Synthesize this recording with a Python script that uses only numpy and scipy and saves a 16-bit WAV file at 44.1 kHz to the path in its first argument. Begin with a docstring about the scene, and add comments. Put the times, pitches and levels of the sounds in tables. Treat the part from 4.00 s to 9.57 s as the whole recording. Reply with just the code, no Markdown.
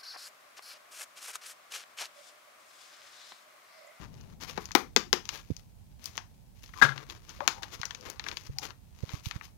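"""Paper wrappers rustle and snap close by as hands turn soap bars over a glass plate in a small room.
Fingers slap one bar three times; it is set down with a hard clack that rings the glass and draws a low
boom from the room, and the next is picked up. The left microphone hears it all and overloads on the
hardest blows; the right one is nearly deaf and carries rumble and soft thumps."""
import sys
import numpy as np
from scipy import signal
from scipy.fft import rfft, irfft, next_fast_len
from scipy.io import wavfile
from scipy.ndimage import map_coordinates

SR = 44100
rng = np.random.default_rng(int(sys.argv[2]) if len(sys.argv) > 2 else 0)


def generate_wav(sig):
    """Save sig (samples, or channels by samples) to the path in sys.argv[1] as 16-bit PCM at SR."""
    pcm = np.round(np.clip(np.atleast_2d(sig).T, -1, 1) * 32767).astype(np.int16)
    wavfile.write(sys.argv[1], SR, pcm)


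N = 245637


def strokes():
    """Skin drags slowly over paper as a bar is lifted or turned."""
    # drags of the fingers: start/s, end/s, level/dB, brightness/dB
    drags = [(-0.02, 0.062, -55.5, -6), (0.06, 0.353, -65, -2.5), (0.45, 0.702, -58.5, 1),
             (1.263, 1.417, -55, 2.5), (1.409, 1.61, -65.5, 7.5), (2.011, 2.19, -55.5, 3),
             (2.573, 2.746, -62, 10), (2.759, 2.807, -46.5, 3.5), (2.951, 3.035, -53, -6.5),
             (3.053, 3.174, -58.5, -1.5), (3.17, 3.317, -67, 1), (3.307, 3.454, -54.5, 2.5),
             (3.427, 3.595, -59, -7.5), (3.634, 4.007, -59, -2), (4.065, 4.226, -65.5, -9),
             (4.238, 4.337, -51.5, -5), (4.334, 4.48, -54, 5), (4.485, 4.625, -66, 0.5),
             (4.657, 4.727, -59.5, -6.5), (4.94, 5.092, -65, 3), (5.046, 5.209, -55, 2.5),
             (5.29, 5.38, -56, -2), (5.384, 5.492, -63.5, 0)]
    parts = friction(ticks_per_s=900, spread_db=4, hiss=.6)
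    out = slide(parts, db=-74.5, brightness_db=5)  # a held wrapper never lies quite still
    for start, end, db, brightness_db in drags:
        out += gesture(start, end, rise=0.029, fall=0.0086) * slide(parts, db, brightness_db)
    return out


def swipes():
    """A faster finger packs the ticks into a short swish."""
    # swipes along a wrapper: start/s, end/s, level/dB, brightness/dB
    swishes = [(0.414, 0.451, -41, 3.5), (0.479, 0.511, -40, 3), (0.604, 0.643, -51, 13.5),
               (1.317, 1.385, -43, 3), (2.032, 2.087, -46, 9), (3.096, 3.122, -47.5, 4.5),
               (3.281, 3.324, -47, 2.5), (3.627, 3.645, -39, 1), (3.723, 3.752, -39, 3),
               (4.039, 4.109, -46, -2.5), (4.27, 4.29, -47, -1), (4.627, 4.667, -38, 3),
               (5.104, 5.166, -48, 1), (5.24, 5.288, -45, 15), (5.436, 5.462, -46.5, 9)]
    parts = friction(ticks_per_s=2200, spread_db=2, hiss=0.4)
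    out = np.zeros(N)
    for start, end, db, brightness_db in swishes:
        length = end - start
        out += gesture(start, end, rise=.4 * length, fall=.45 * length) * slide(parts, db, brightness_db)
    return out


def friction(ticks_per_s, spread_db, hiss):
    """Clumps of stick-slip ticks, larger crackles and hiss drive a dull rub, a rustle and a fine fizz."""
    # spectra of skin on paper: f/Hz, level/dB
    rub = [(120, -23), (300, 1.5), (650, -6), (1100, 0.5), (1800, -6.5), (3000, -22), (6000, -50.5)]
    rustle = [(900, -34), (2200, 0.5), (4000, 0.5), (6600, 0), (7800, -15), (11000, -37.5)]
    fizz = [(6000, -20), (7800, -1.5), (11500, 14), (16000, 5.5)]
    sizes = rng.choice([-1, 1], N) * amp(spread_db * np.clip(rng.standard_normal(N), -2, 2))
    chance = rng.random(N) * SR
    ticks = unit(sizes * (chance < ticks_per_s))
    crackles = 0.47 * unit(sizes * (chance < 70))
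    clumps = map_coordinates(rng.standard_normal(N // 700 + 4), [np.arange(N) / 700])
    slips = (ticks + crackles + hiss * rng.standard_normal(N)) * amp(2.2 * clumps - 1.3)
    return [shaped(slips, spectrum) for spectrum in (rub, rustle, fizz)]


def slide(parts, db, brightness_db):
    """A light, bright touch trades the dull rub for fizz."""
    rub, rustle, fizz = parts
    return amp(db) * (amp(-brightness_db) * rub + rustle + amp(-12.5 + .4 * brightness_db) * fizz)


def snaps():
    """A crease flips in a millisecond and rings its patch of paper, most strongly near its pitch."""
    # creases that buckle: t/s, level/dB, pitch/Hz
    creases = [(0.1406, -51, 5000), (0.21, -48, 5000), (0.4952, -36.5, 3300), (0.564, -44, 1700),
               (0.655, -32, 5800), (0.7074, -36.5, 1600), (0.716, -29.5, 4670), (1.253, -34.5, 4320),
               (1.2894, -19.5, 3700), (1.565, -36, 5570), (2.041, -32, 7900), (2.0565, -22.5, 7600),
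               (2.17, -34, 7600), (2.6596, -44.5, 4500), (2.6907, -47, 2000), (2.7364, -37.5, 1100),
               (2.977, -27.5, 2470), (3.098, -31, 3060), (3.292, -36, 4600), (3.631, -27, 2640),
               (3.8138, -26.5, 3900), (3.8307, -24, 1710), (3.853, -25.5, 5440), (3.907, -26, 2620),
               (3.9471, -28.5, 3800), (4.0087, -41, 6000), (4.0991, -26.5, 8500), (4.1948, -25, 2600),
               (4.239, -32.5, 3400), (4.2636, -29.5, 1420), (4.2849, -24, 3570), (4.3132, -29, 2700),
               (4.3692, -23.5, 3880), (4.466, -41.5, 6300), (4.5841, -22.5, 5730), (4.7042, -34, 2380),
               (5.0912, -32, 2600), (5.2568, -28.5, 3480), (5.31, -24.5, 2520), (5.36, -42, 2000),
               (5.4104, -36, 1280)]
    # pop, crack, tick and sizzle: low/Hz, high/Hz
    bands = [(850, 2200), (2200, 4400), (4400, 6700), (7300, 16000)]
    paper_db, fall_db_per_octave = np.array([1.5, -3.5, -1.5, -7.5]), 11
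    out = np.zeros(N)
    for s, db, pitch_hz in creases:
        octaves_off = np.abs(np.log2(centres(bands) / pitch_hz))
        levels = db + paper_db - fall_db_per_octave * octaves_off
        add(out, s, blow(bands, levels, fall=0.0016, ring_cycles=1.0))
    return out


def slaps_and_sharp_snaps():
    """Finger slaps on the wrapped bar, plus two sharp snaps; the room or plate rings briefly after each."""
    # slaps, and snaps at 2.18 and 3.48 s: t/s, smack/dB, hardness/(dB per octave), thud/dB, sizzle/dB
    hits = [(0.575, -35.5, -5.5, -27, -50), (0.7502, -15.5, -2.2, -13.5, -23),
            (0.9619, -15, 2.5, -17, -28.5), (1.1282, -17, 1.94, -19, -29.5),
            (2.1772, -31.5, -.5, -45.5, -52), (3.4039, -42.5, -11, -38.5, -65),
            (3.4763, -17.5, 1.6, -30, -29)]
    # the thud, four bands of smack, the sizzle: low/Hz, high/Hz
    bands = [(170, 480), (720, 1250), (1250, 2400), (2400, 4400), (4400, 6700), (7300, 16000)]
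    # hollow ring of the room or plate: f/Hz, level/dB, t60/s
    ring_modes = [(358, -8, 0.14), (485, -20, 0.072), (1010, -9, 0.08)]
    colour_db, pivot_hz = np.array([-1, 0.33, 1, 0.89]), 3120
    octaves = np.log2(centres(bands[1:-1]) / pivot_hz)
    out, t = np.zeros(N), clock(8192)
    for s, smack_db, hardness, thud_db, sizzle_db in hits:
        smack = smack_db + colour_db + hardness * octaves
        softness = amp(.5 * (thud_db - smack_db))  # a dull contact lasts longer than a sharp one
        add(out, s, blow(bands, [thud_db, *smack, sizzle_db], fall=.0019 * softness, ring_cycles=0.3))
        for hz, db, t60 in ring_modes:
            note = np.sin(2 * np.pi * (hz * t + rng.random())) * (1 - np.exp(-t / 0.0021))
            add(out, s, amp(thud_db + db - 60 * t / t60) * note)
    return out


def landing():
    """The bar lands and rocks: each contact crushes the wrapper and rings the loaded plate."""
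    # contacts with the plate: t/s, level/dB, favoured f/Hz
    contacts = [(2.8149, -15, 1740), (2.8222, -4, 1600), (2.848, -18.5, 1410), (2.884, -30, 1440),
                (2.8895, -24.5, 1060), (2.92, -34, 1010)]
    # modes of the glass: f/Hz, level/dB, t60/s
    plate_modes = [(776, -28.5, 0.085), (1070, -19, 0.073), (1160, -22.5, 0.21), (1366, -10.5, 0.11),
                   (1470, -2, 0.027), (1640, -5, 0.085), (1890, -19, 0.037), (2080, -15, 0.067),
                   (3570, -15.5, 0.019), (3680, -18.5, 0.033), (4700, -23, 0.031), (6200, -29.5, 0.045)]
    # wrapper squashed under the bar: f/Hz, level/dB
    crush_spectrum = [(60, -13.5), (150, 5.5), (400, 1.5), (1200, 3), (4000, -3.5), (6700, -9.5),
                      (7800, -19), (16000, -28.5)]
    out, t = np.zeros(N), clock(8192)
    hz = np.fft.rfftfreq(len(t), 1 / SR)
    choke = (1 - np.exp(-t / 0.0012)) * np.exp(-(t / 0.023) ** 2)  # the settling bar damps the glass
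    for s, db, favoured_hz in contacts:
        ring = np.zeros(len(t))
        for mode_hz, level_db, t60 in plate_modes:
            favour_db = 5 / (1 + ((mode_hz - favoured_hz) / 90) ** 2)
            chatter = np.cumsum(rng.standard_normal(len(t))) * .004
            tone = np.sin(2 * np.pi * (mode_hz * t + chatter + rng.random()))
            ring += amp(level_db + favour_db - 60 * t / t60) * tone
        crush = causal(burst(t, rise=0.0012, fall=0.022), along(crush_spectrum, hz))
        add(out, s, amp(db) * lasting(ring * choke, seconds=.009))
        add(out, s, amp(db - 5.5) * lasting(crush, seconds=0.0028))
    return out


def scrapes():
    """A sliding bar excites a single hollow resonance."""
    # slides of a bar: start/s, end/s, level/dB, f/Hz
    slides = [(0.183, 0.245, -64, 2740), (2.763, 2.805, -44, 1110), (3.398, 3.44, -42, 582),
              (3.56, 3.665, -50, 840), (3.938, 4.15, -55, 487), (4.569, 4.665, -47.5, 803)]
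    out = np.zeros(N)
    for start, end, db, hz in slides:
        hollow = bandpass(rng.standard_normal(N), [hz / 1.08, hz * 1.08], order=2)
        out += amp(db) * gesture(start, end, rise=0.011, fall=0.018) * unit(hollow)
    return out


def low_boom():
    """A bump sets off a brief low ring of the room near 140 Hz."""
    # booms of the room's low mode: t/s, level/dB, f/Hz
    booms = [(2.843, -26, 138.8), (4.491, -36.5, 138.6)]
    out, t, t60 = np.zeros(N), clock(32768), .5
    for s, db, hz in booms:
        pair = np.sin(2 * np.pi * hz * t) + .5 * np.sin(2 * np.pi * 0.9 * hz * t)
        add(out, s, amp(db - 60 * t / t60) * (1 - np.exp(-t / 0.0013)) * pair)
    return out


def shuffle():
    """Low handling noise dies away after the first bar is lifted."""
    # f/Hz, level/dB
    spectrum = [(20, -3.5), (45, 2), (170, 3.5), (330, -11.5), (900, -20.5), (3000, -66.5)]
    return shaped(rng.standard_normal(N), spectrum) * amp(-44 - 17.5 * clock(N))  # fades 17.5 dB/s


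def room(x, early_db, late_db):
    """Near surfaces answer within milliseconds, then the walls; the paths change as the hands move."""
    # decay of the room: f/Hz, t60/s
    decay = [(150, 0.7), (300, 0.26), (1200, 0.2), (5000, 0.23), (12000, 0.22)]
    # colour of its tail: f/Hz, level/dB
    colour = [(120, -4), (350, 2), (1200, 8.5), (4000, 2), (12000, 3.5)]
    out, t, block = np.zeros(N), clock(16384), SR // 6
    for start in range(0, N, block):
        hz, lag, noise = signal.stft(rng.standard_normal(len(t)), SR, nperseg=256)
        fading_db = along(colour, hz)[:, None] - 60 * lag / along(decay, hz)[:, None]
        late = signal.istft(noise * amp(fading_db), SR)[1] * (1 - np.exp(-t / 0.012))
        early = burst(t, rise=.0065, fall=0.0044)
        answer = amp(early_db) * early / np.linalg.norm(early)
        answer += amp(late_db) * late / np.linalg.norm(late)
        add(out, start / SR, signal.fftconvolve(x[start:start + block], answer))
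    return out


def thumps():
    """A soft push on the right microphone: one or two slow swings after a brief harder edge."""
    # pushes: t/s, level/dB, f/Hz, edge/dB
    pushes = [(1.503, -22.5, 220, -47.5), (1.512, -23, 98, -56), (3.797, -37, 98, -60),
              (4.493, -31, 65.5, -56), (5.032, -23.5, 95, -44.5), (5.137, -26, 96, -55.5),
              (5.266, -26.5, 89, -78), (5.359, -28.5, 98, -74)]
    out, t = np.zeros(N), clock(4096)
    for s, db, hz, edge_db in pushes:
        age = t * hz / 0.38
        swell = (age * np.exp(1 - age)) ** 2
        add(out, s, amp(db + 6.0) * swell * np.sin(2 * np.pi * hz * t))
        add(out, s + 0.00056, blow([(240, 520)], [edge_db + 9.5], fall=0.0009, ring_cycles=0.28))
    return coloured(out, lambda hz: hz ** 2 / (hz ** 2 + 40 ** 2))  # low cut at 40 Hz


def hush():
    """Faint, steady background at the left microphone."""
    # noise floor: f/Hz, level/dB
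    spectrum = [(25, -14.5), (60, -6.5), (150, 6.5), (220, 1.5), (320, -11), (500, -12), (900, -11.5),
                (1200, -26.5), (2500, -26.5), (16000, -28)]
    return amp(-58.5) * shaped(rng.standard_normal(N), spectrum)


def rumble():
    """Steady low noise on the right microphone."""
    # noise floor: f/Hz, level/dB
    spectrum = [(24, -21), (42, 7), (100, 4.5), (150, -5.5), (220, -14.5), (330, -22), (500, -32),
                (2000, -34.5), (16000, -36.5)]
    return amp(-52.0) * shaped(rng.standard_normal(N), spectrum)


def blow(bands, levels, fall, ring_cycles):
    """One sharp push rings each band at its own level (dB over 4 ms); low bands ring longer."""
    t = clock(2048)
    sound = np.zeros(len(t))
    for band, db in zip(bands, levels):
        puff = burst(t, rise=0.00081, fall=fall + ring_cycles / band[0])
        sound += amp(db) * lasting(bandpass(puff, band, order=4), seconds=.004)
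    return sound


def burst(t, rise, fall):
    """A puff of noise that swells for rise seconds and then dies away."""
    swell = np.minimum(t / rise, 1) ** 4
    return rng.standard_normal(len(t)) * swell * np.exp(-np.maximum(t - rise, 0) / fall)


def gesture(start, end, rise, fall):
    """Gain of a movement that swells, holds and lets go."""
    return np.interp(clock(N), [start - rise, start + rise, end - fall, end + fall], [0, 1, 1, 0])


def bandpass(x, band, order):
    """Pass the band (low/Hz, high/Hz)."""
    return signal.sosfilt(signal.butter(order, band, 'bandpass', fs=SR, output='sos'), x)


def coloured(x, gain):
    """x times a gain that depends on frequency."""
    size = next_fast_len(N + 8192)
    return irfft(rfft(x, size) * gain(np.fft.rfftfreq(size, 1 / SR)), size)[..., :N]


def shaped(x, spectrum):
    """x filtered by the given spectrum, at rms 1."""
    return unit(coloured(x, lambda hz: amp(along(spectrum, hz))))


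def causal(x, db):
    """A short sound through the minimum-phase filter with gain db at its FFT bins."""
    cepstrum = irfft(np.log(amp(db)))
    cepstrum[1:len(x) // 2] *= 2
    cepstrum[len(x) // 2 + 1:] = 0
    return irfft(rfft(x) * np.exp(rfft(cepstrum)))


def along(points, hz):
    """Read (f/Hz, value) points on a log axis."""
    freqs, values = np.transpose(points)
    return np.interp(np.log(hz + 1), np.log(freqs + 1), values)


def centres(bands):
    """Middle of each band on a log axis, Hz."""
    return np.sqrt(np.prod(bands, axis=1))


def amp(db):
    """Decibels to gain."""
    return 10 ** (np.asarray(db) / 20)


def unit(x):
    """Scale to rms 1."""
    return x / np.sqrt(np.mean(x ** 2) + 1e-20)


def lasting(x, seconds):
    """Scale x to the energy of an rms-1 sound of this length."""
    return x * np.sqrt(seconds * SR) / np.linalg.norm(x)


def clock(size):
    """Times of the first samples, s."""
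    return np.arange(size) / SR


def add(track, s, sound):
    """Mix a sound into a track at time s."""
    start = max(round(s * SR), 0)
    track[start:start + len(sound)] += sound[:N - start]


def scene():
    """The handling reaches the left microphone from close by; only a trace gets into the right one."""
    sliding = strokes() + swipes() + scrapes()
    direct = sliding + snaps() + slaps_and_sharp_snaps() + landing()
    # crumpled paper sends a different waveform towards each wall, so the tails are diffuse
    outward = [sliding + amp(-1) * snaps() + amp(1.5) * slaps_and_sharp_snaps() + amp(-4) * landing()
               for wall in range(4)]
    echoes = sum(room(x, early_db=-17.5, late_db=-20.5) for x in outward)
    air = direct + echoes + low_boom() + shuffle()
    left = air + hush()
    trace = amp(-45.5) * air + room(outward[0], early_db=-44.5, late_db=-48.5)
    right = trace + thumps() + rumble()
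    return np.array([left, right])


def record(dry):
    """The hardest blows flatten at full scale; the treble ends steeply at 16 kHz."""
    clipped = dry / (1 + np.abs(dry) ** 6) ** (1 / 6)
    return coloured(clipped, lambda hz: 1 / (1 + (hz / 16000) ** 120))


dry = scene()
out = record(dry)
generate_wav(out)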